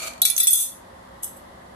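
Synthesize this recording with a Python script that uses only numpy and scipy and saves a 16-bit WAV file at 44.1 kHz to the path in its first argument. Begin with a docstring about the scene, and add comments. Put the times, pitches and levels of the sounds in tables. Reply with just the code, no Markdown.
"""A cut-out can lid bounces on a hard table with a bright metal ring and rattles to rest on its rim.
Each contact is a crack plus the lid's modes, coloured by where the rim lands. Before the fall, the
lid's edge scrapes and taps down inside its resonant can; afterwards, fingers slide it off the table.
A small, live room with ventilation noise surrounds it, and gain control ducks under the clatter."""
import sys
import numpy as np
from scipy import signal
from scipy.fft import rfft, irfft, next_fast_len
from scipy.io import wavfile

SR = 44100
rng = np.random.default_rng(int(sys.argv[2]) if len(sys.argv) > 2 else 0)


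def to_wav(s):
    """Save 16-bit WAV."""
    ch = np.atleast_2d(s).T  # columns
    pcm = np.round(np.clip(ch, -1, 1) * 32767)  # PCM
    wavfile.write(sys.argv[1], SR, pcm.astype(np.int16))


N = 77175

# The lid's hits on the table: (time [s], level [dB], low-mode trim [dB], favoured low mode [Hz],
# its boost [dB], favoured high band [Hz], its boost [dB], crack [dB], left minus right [dB],
# attack [s], share of the free ring time [ratio])
BOUNCES = [(0.217, -17, 1.5, 4286, 10.5, 11600, 11.5, -13, 2.5, .0015, 0.4),
           (.2517, -16.5, 2.5, 2332, 15, 12300, 5.5, -6, 3.5, .0006, 1),
           (.3, -27, -1.5, 3537, 1.5, 10284, 9, -13, -7.5, .0004, .5),
           (.3645, -24, -3.5, 3537, 1, 6100, 17.5, -25.5, -1.5, .0005, 0.2),
           (.3785, -22.5, -10, 3921, 12, 13160, 7, -9, 5.5, .0005, 1),
           (.398, -19, 1, 3417, 4.5, 10284, 12, -18.5, 1, .003, 0.23),
           (.402, -16, -2.5, 5058, 7.5, 8137, -3.5, -18, 3.5, .001, 0.71),
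           (0.429, -24.5, -5.5, 3537, 19, 11885, 12.5, -26, 7, .006, 0.74),
           (.4703, -17, -13.5, 3690, 9, 14712, 11, -10, 4, .0004, 0.53),
           (.4748, -19, -2.5, 3417, 17, 8200, 13.5, -21.5, 2, .0008, 0.74),
           (.504, -21, -12, 4286, 10.5, 11885, 13.5, -27, 2.5, .003, 0.84),
           (.5305, -14.5, -13.5, 3417, 15.5, 11300, 16, -17, 7.5, .001, 0.47),
           (.597, -27, -13, 4286, 4, 10500, 9, -36, 4, .0008, 0.8),
           (.6135, -26.5, -5, 3417, -3, 11885, 9.5, -27, -2, .00086, 0.44)]
# The free lid's modes, three lists in step: (pitch [Hz]), (level [dB]), (t60 [s])
LID_HZ = [705, 1361, 1955, 2332, 2600, 3417, 3537, 3690, 3921, 4286, 5058, 5932, 6130, 6305, 6576, 6930,
          7720, 7875, 8137, 8508, 8700, 9155, 9902, 10284, 11003, 11885, 12008, 12345, 12824, 13160, 14320,
          14712, 15080]
LID_DB = [-29, -24.5, -25, -20.5, -19, -4.5, 0.5, -7, -15, -5, -8.5, -10.5, -15, -3.5, -14.5, -12, -5, -1,
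          2, -6, -3, -1, -6, 2.5, 5, 4, -4.5, -3.5, -12, -8.5, -12, -14.5, -16.5]
LID_T60 = [.2, .28, .3, 0.086, 0.16, 0.17, 0.15, .08, .34, 0.19, .26, .25, .06, .12, .4, .2, .06, 0.074,
           0.17, .22, .25, 0.082, 0.16, 0.22, 0.1, .13, .1, .18, .14, 0.12, .12, .15, .15]

HIT_REVERB_DB, RUB_REVERB_DB = -6, -5.5
SPLASH_T60_S = .08  # the dense, short ring after a contact


def amp(db):
    """Decibels to amplitude."""
    return 10 ** (np.asarray(db) / 20)


def unit(x):
    """x scaled to rms 1."""
    return x / np.sqrt(np.mean(abs(x) ** 2) + 1e-20)


def along(points, hz):
    """Read a curve of (Hz, value) points on a log frequency axis."""
    f, v = np.transpose(points)
    return np.interp(np.log(hz + 1), np.log(f + 1), v)


def filtered(x, response):
    """x times a complex response of frequency."""
    m = next_fast_len(x.shape[-1] + SR // 4)
    return irfft(rfft(x, m) * response(np.fft.rfftfreq(m, 1 / SR)), m)[..., :x.shape[-1]]


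def resonance(hz, centre, width):
    """Band-pass response of one damped mode."""
    return 1j * hz * width / (centre * centre - hz * hz + 1j * hz * width)


def body(x, colour, peaks=()):
    """x through a broad EQ curve with resonances on top, at unit power gain."""
    ring = lambda hz: 1 + sum(amp(db) * resonance(hz, centre, width) for centre, width, db in peaks)
    return filtered(x, lambda hz: unit(amp(along(colour, hz)) * ring(hz)))


def add(track, s, sound):
    """Mix a sound in at s seconds."""
    part = track[..., max(round(s * SR), 0):][..., :sound.shape[-1]]
    part += sound[..., :part.shape[-1]]


def burst(s, rise, t60):
    """An envelope that rises at s seconds and dies away."""
    t = np.maximum(np.arange(N) / SR - s, 0)
    return np.minimum(t / rise, 1) * amp(-60 * np.maximum(t - rise, 0) / t60)


def pan(db):
    """Stereo gains with the left side db above the right."""
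    return amp(np.array([[.5], [-.5]]) * db)


def low_modes():
    """True for the lid's broad bending modes, false for the higher ones."""
    return np.array(LID_HZ) < 5500


def friction(grain_db, grains_per_s=700):
    """Gritty stick-slip noise of rms 1."""
    grains = rng.standard_normal(N)
    roughness = np.interp(np.arange(N) / SR * grains_per_s, np.arange(N), grains)
    return unit(rng.standard_normal((2, N)) * amp(grain_db * roughness))


def in_room(x, wet_db):
    """A stereo sound plus the small room's diffuse tail, which hangs longest in the bass."""
    # Reverb time: (frequency [Hz], t60 [s])
    decay = [(300, 0.96), (3000, 0.33), (8000, 0.3), (12000, 0.28), (15000, 0.11)]
    hz, t, spectrum = signal.stft(rng.standard_normal((2, SR // 2)), SR, nperseg=256)
    tail = signal.istft(spectrum * amp(-60 * t / along(decay, hz)[:, None]), SR, nperseg=256)[1]
    tail *= 1 - np.exp(-(np.arange(tail.shape[1]) / SR / .0016) ** 2)  # reflections build up
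    wet = signal.fftconvolve(x, tail / np.linalg.norm(tail[0]), axes=1)[:, :x.shape[1]]
    return x + amp(wet_db) * wet


def ventilation():
    """A steady bed of air noise, nearly mono in the bass."""
    # Tone of the air: (frequency [Hz], relative level [dB])
    colour = [(20, -27), (48, -5.5), (212, -5.5), (236, -7), (384, -5.5), (463, -9.5), (531, -5),
              (1040, -3), (1440, -12.5), (1940, -10), (2350, -23.5), (3430, -20.5), (6050, -29),
              (11600, -28.5), (14800, -46), (16000, -57)]
    # Droning resonances: (centre [Hz], width [Hz], boost [dB])
    drones = [(61.8, 10, 0.5), (188, 5.6, 6), (241.6, 5.2, 5.5), (535.5, 25, 5.5)]
    # Stereo image: (frequency [Hz], left-right correlation [-1 to 1])
    likeness = [(60, 1), (150, .92), (260, 0.91), (500, -0.2), (1000, -0.18), (4000, 0)]
    spread = lambda hz: np.arccos(np.clip(along(likeness, hz), -1, 1)) / 2
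    noise = body(rng.standard_normal((2, N)), colour, drones)
    mid, side = filtered(noise, lambda hz: np.array([np.cos(spread(hz)), np.sin(spread(hz))]))
    return amp(-44.5) * unit(np.array([mid + side, mid - side]))


def finger_slide():
    """Damped by the fingers, the lid skids briefly on the table."""
    # The held lid's resonances: (centre [Hz], width [Hz], boost [dB])
    held_modes = [(3020, 50, 19), (3380, 60, 18), (3900, 70, 14), (5330, 70, 14), (6400, 300, 16),
                  (7870, 160, 19), (8500, 260, 15), (9800, 320, 13), (10420, 90, 15), (11420, 300, 15),
                  (12010, 50, 18), (13600, 140, 20)]
    # Tone of the skid: (frequency [Hz], relative level [dB])
    colour = [(200, -39), (2000, -18.5), (3500, -12), (4900, -13), (8500, 1.5), (12000, 5.5), (13000, -6.5),
              (15500, -11)]
    # Finger pushes: (time [s], level [dB], attack [s], t60 [s])
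    pushes = [(1.2232, -32, 0.0099, 0.2), (1.231, -23.5, 0.0022, 0.026), (1.2421, -24, 0.0014, 0.025),
              (1.359, -45.5, .011, 0.08)]
    push = sum(amp(db) * burst(s, rise, t60) for s, db, rise, t60 in pushes)
    return in_room(body(push * friction(grain_db=1), colour, held_modes), RUB_REVERB_DB)


def can_scrape():
    """The lid's cut edge rubs and taps along the can's wall on the way out."""
    # The can's resonances: (centre [Hz], width [Hz], boost [dB])
    can_modes = [(664, 51, 23.5), (1266, 100, 17.5), (2170, 100, 5.5), (2343, 74, 17), (4370, 70, 14.5),
                 (6100, 90, 10), (7050, 50, 13.5), (7930, 60, 0.5), (8520, 70, 3.5)]
    # Tone of the can: (frequency [Hz], relative level [dB])
    colour = [(100, -29.5), (500, -4.5), (1500, -0.5), (4000, 8), (5400, 2.5), (7000, 6), (12000, 8),
              (14000, -7.5), (16000, -3.5)]
    # Rubbing envelope: (time [s], level [dB])
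    rubbing = [(0, -29.5), (0.013, -37), (0.033, -28.5), (0.043, -33.5), (0.054, -34), (0.082, -28.5),
               (.095, -66), (.21, -96)]
    # Taps on the wall: (time [s], level [dB])
    wall_taps = [(0.0198, -39), (0.0454, -36), (0.1342, -39.5), (0.1787, -45.5)]
    rub = amp(np.interp(np.arange(N) / SR, *np.transpose(rubbing))) * friction(grain_db=-1)
    tap_envelope = sum(amp(db) * burst(s, rise=1 / SR, t60=.026) for s, db in wall_taps)
    taps = filtered(tap_envelope * rng.standard_normal((2, N)), lambda hz: 2 / (1 + 1j * hz / 7600))
    return in_room(body(rub + taps, colour, can_modes), RUB_REVERB_DB)


def flex():
    """The first landing bends the whole lid, which sings on."""
    # Bending tones: (pitch [Hz], level [dB], swell [s], t60 [s], left minus right [dB])
    bends = [(705, -34, .004, .16, -4), (3921, -16.5, .014, .21, 7)]
    t = np.arange(N) / SR
    out = np.zeros((2, N))
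    for hz, db, swell, t60, pan_db in bends:
        tone = np.sin(2 * np.pi * (hz * t + rng.random()))
        out += amp(db) * pan(pan_db) * burst(BOUNCES[0][0], swell, t60) * tone
    return out


def rim_rattle():
    """The lid wobbles on its rim; light contacts come ever faster and blur into a ringing rattle."""
    # The rim rolling on the table: (time [s], force [dB])
    roll = [(.5, -23), (.549, -14.5), (.575, -16.5), (.63, -18.5), (.648, -29), (.675, -36), (.715, -66)]
    # Tone of the rim's grit: (frequency [Hz], relative level [dB])
    sizzle = [(1500, -31.5), (3600, -12.5), (4700, -28.5), (6300, 4.5), (11900, 6), (15000, -7)]
    first_contacts_per_s, speedup_s = 160, .13
    wobble_hz, wobble_db = 58, 4  # the rim presses harder once a turn
    ring_share, low_db, grit_db = .28, -7.5, -10
    t = np.arange(N) / SR
    s, db = np.transpose(roll)
    rate = first_contacts_per_s * np.exp((np.clip(t, s[0], s[-1]) - s[0]) / speedup_s)
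    contacts = np.diff(np.floor(np.cumsum(rate * rng.exponential(1, N)) / SR), prepend=0)
    force = contacts * np.sqrt(SR / rate) * amp(np.interp(t, s, db, left=-120, right=-120))
    force *= amp(wobble_db * np.sin(2 * np.pi * wobble_hz * t))
    widths = np.log(1000) / (np.pi * np.array(LID_T60) * ring_share)
    polarity = rng.choice([-1, 1], (2, len(LID_HZ)))
    gains = amp(np.array(LID_DB) + low_db * low_modes()) / widths * polarity
    modes = lambda hz: np.array([resonance(hz, centre, width) for centre, width in zip(LID_HZ, widths)])
    tone = filtered(force, lambda hz: unit(gains @ modes(hz)))
    n = SR // 20
    scuff = unit(rng.standard_normal((2, n)) * amp(-60 * t[:n] / SPLASH_T60_S)) / np.sqrt(n)
    grit = body(signal.fftconvolve(force[None], scuff, axes=1)[:, :N], sizzle)
    return in_room(tone + amp(grit_db) * grit, HIT_REVERB_DB)


def bounce(s, db, low_db, low_hz, low_boost_db, high_hz, high_boost_db, crack_db, pan_db, rise, share):
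    """One hit on the table: a crack, then modes weighted by where the rim lands, choked by later hits."""
    # Tone of the crack: (frequency [Hz], relative level [dB])
    crack_colour = [(100, -41.5), (700, -36.5), (1600, -17), (3300, -9), (4750, -11.5), (6200, -2),
                    (7200, -2.5), (8000, -3), (12000, 1), (13700, -5.5), (15500, -2)]
    # Stereo place of each lid mode: (left minus right [dB])
    mode_pan = [-5, -8.5, -12, 15.5, 10.5, 7.5, -2, 0, 9, 1, -5.5, -13, -1.5, -9, -6.5, 5, -1, 10.5, -4,
                -2.5, -1, 8, 5.5, -5.5, -9.5, -4.5, -2, 7.5, 8, 4.5, -2.5, -1.5, 0.5]
    high_width_hz, scatter_db = 440, 3
    detune_hz = 7.3  # the table's touch shifts each mode a little
    low_swell_s = .008  # the favoured low mode swells as the others feed it
    choke_db, choke_s = .5, .025  # ring lost at every later hit
    crack_t60_s, splash_db = .025, -12
    t = np.arange(SR // 2) / SR
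    hz = np.array(LID_HZ)
    low_favour = abs(hz - low_hz) == abs(hz - low_hz).min()
    high_favour = np.exp(-((hz - high_hz) / high_width_hz) ** 2)
    level = db + np.array(LID_DB) + low_db * low_modes() + scatter_db * rng.standard_normal(len(hz))
    level += low_boost_db * low_favour + high_boost_db * high_favour
    weights = amp(level) * pan(mode_pan) * np.exp(2j * np.pi * rng.random((2, len(hz))))
    pitch = hz + detune_hz * rng.standard_normal(len(hz))
    damping = np.log(1000) / (np.array(LID_T60) * share)
    modes = np.exp(np.outer(2j * np.pi * pitch - damping, t))
    swell = 1 - np.exp(-t / (rise + low_swell_s * low_favour)[:, None])
    later_hits = sum(np.clip((s + t - hit[0]) / choke_s, 0, 1) for hit in BOUNCES if hit[0] > s)
    tone = (weights @ (modes * swell)).real * amp(-choke_db * later_hits)
    fade = amp(-60 * t / crack_t60_s) + amp(splash_db - 60 * t / SPLASH_T60_S)
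    noise = body(rng.standard_normal((2, len(t))), crack_colour)
    crack = amp(crack_db) * np.minimum(t / rise, 1) * fade * noise
    return in_room((tone + crack) * pan(pan_db), HIT_REVERB_DB)


def falling_lid():
    """The lid lands, bounces from edge to edge, then settles flat."""
    out = flex() + rim_rattle()
    for hit in BOUNCES:
        add(out, hit[0], bounce(*hit))
    return out


def scene():
    """Scrape, clatter and slide over the room's air."""
    return can_scrape() + falling_lid() + finger_slide() + ventilation()


def record(dry):
    """Gain control ducks loud passages, peaks are rounded off and a steep low-pass trims the top."""
    threshold_db, duck_db_per_db, response_s, top_hz = -24.5, .48, .052, 15300
    pole = np.exp(-1 / (response_s * SR))
    power = signal.lfilter([1 - pole], [1, -pole], np.mean(dry ** 2, axis=0))
    ducked = dry * (1 + power / amp(threshold_db) ** 2) ** (-duck_db_per_db / 2)
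    rounded = ducked / (1 + (ducked / .9) ** 8) ** (1 / 8)
    return filtered(rounded, lambda hz: 1 / (1 + (hz / top_hz) ** 120))


dry = scene()
out = record(dry)
to_wav(out)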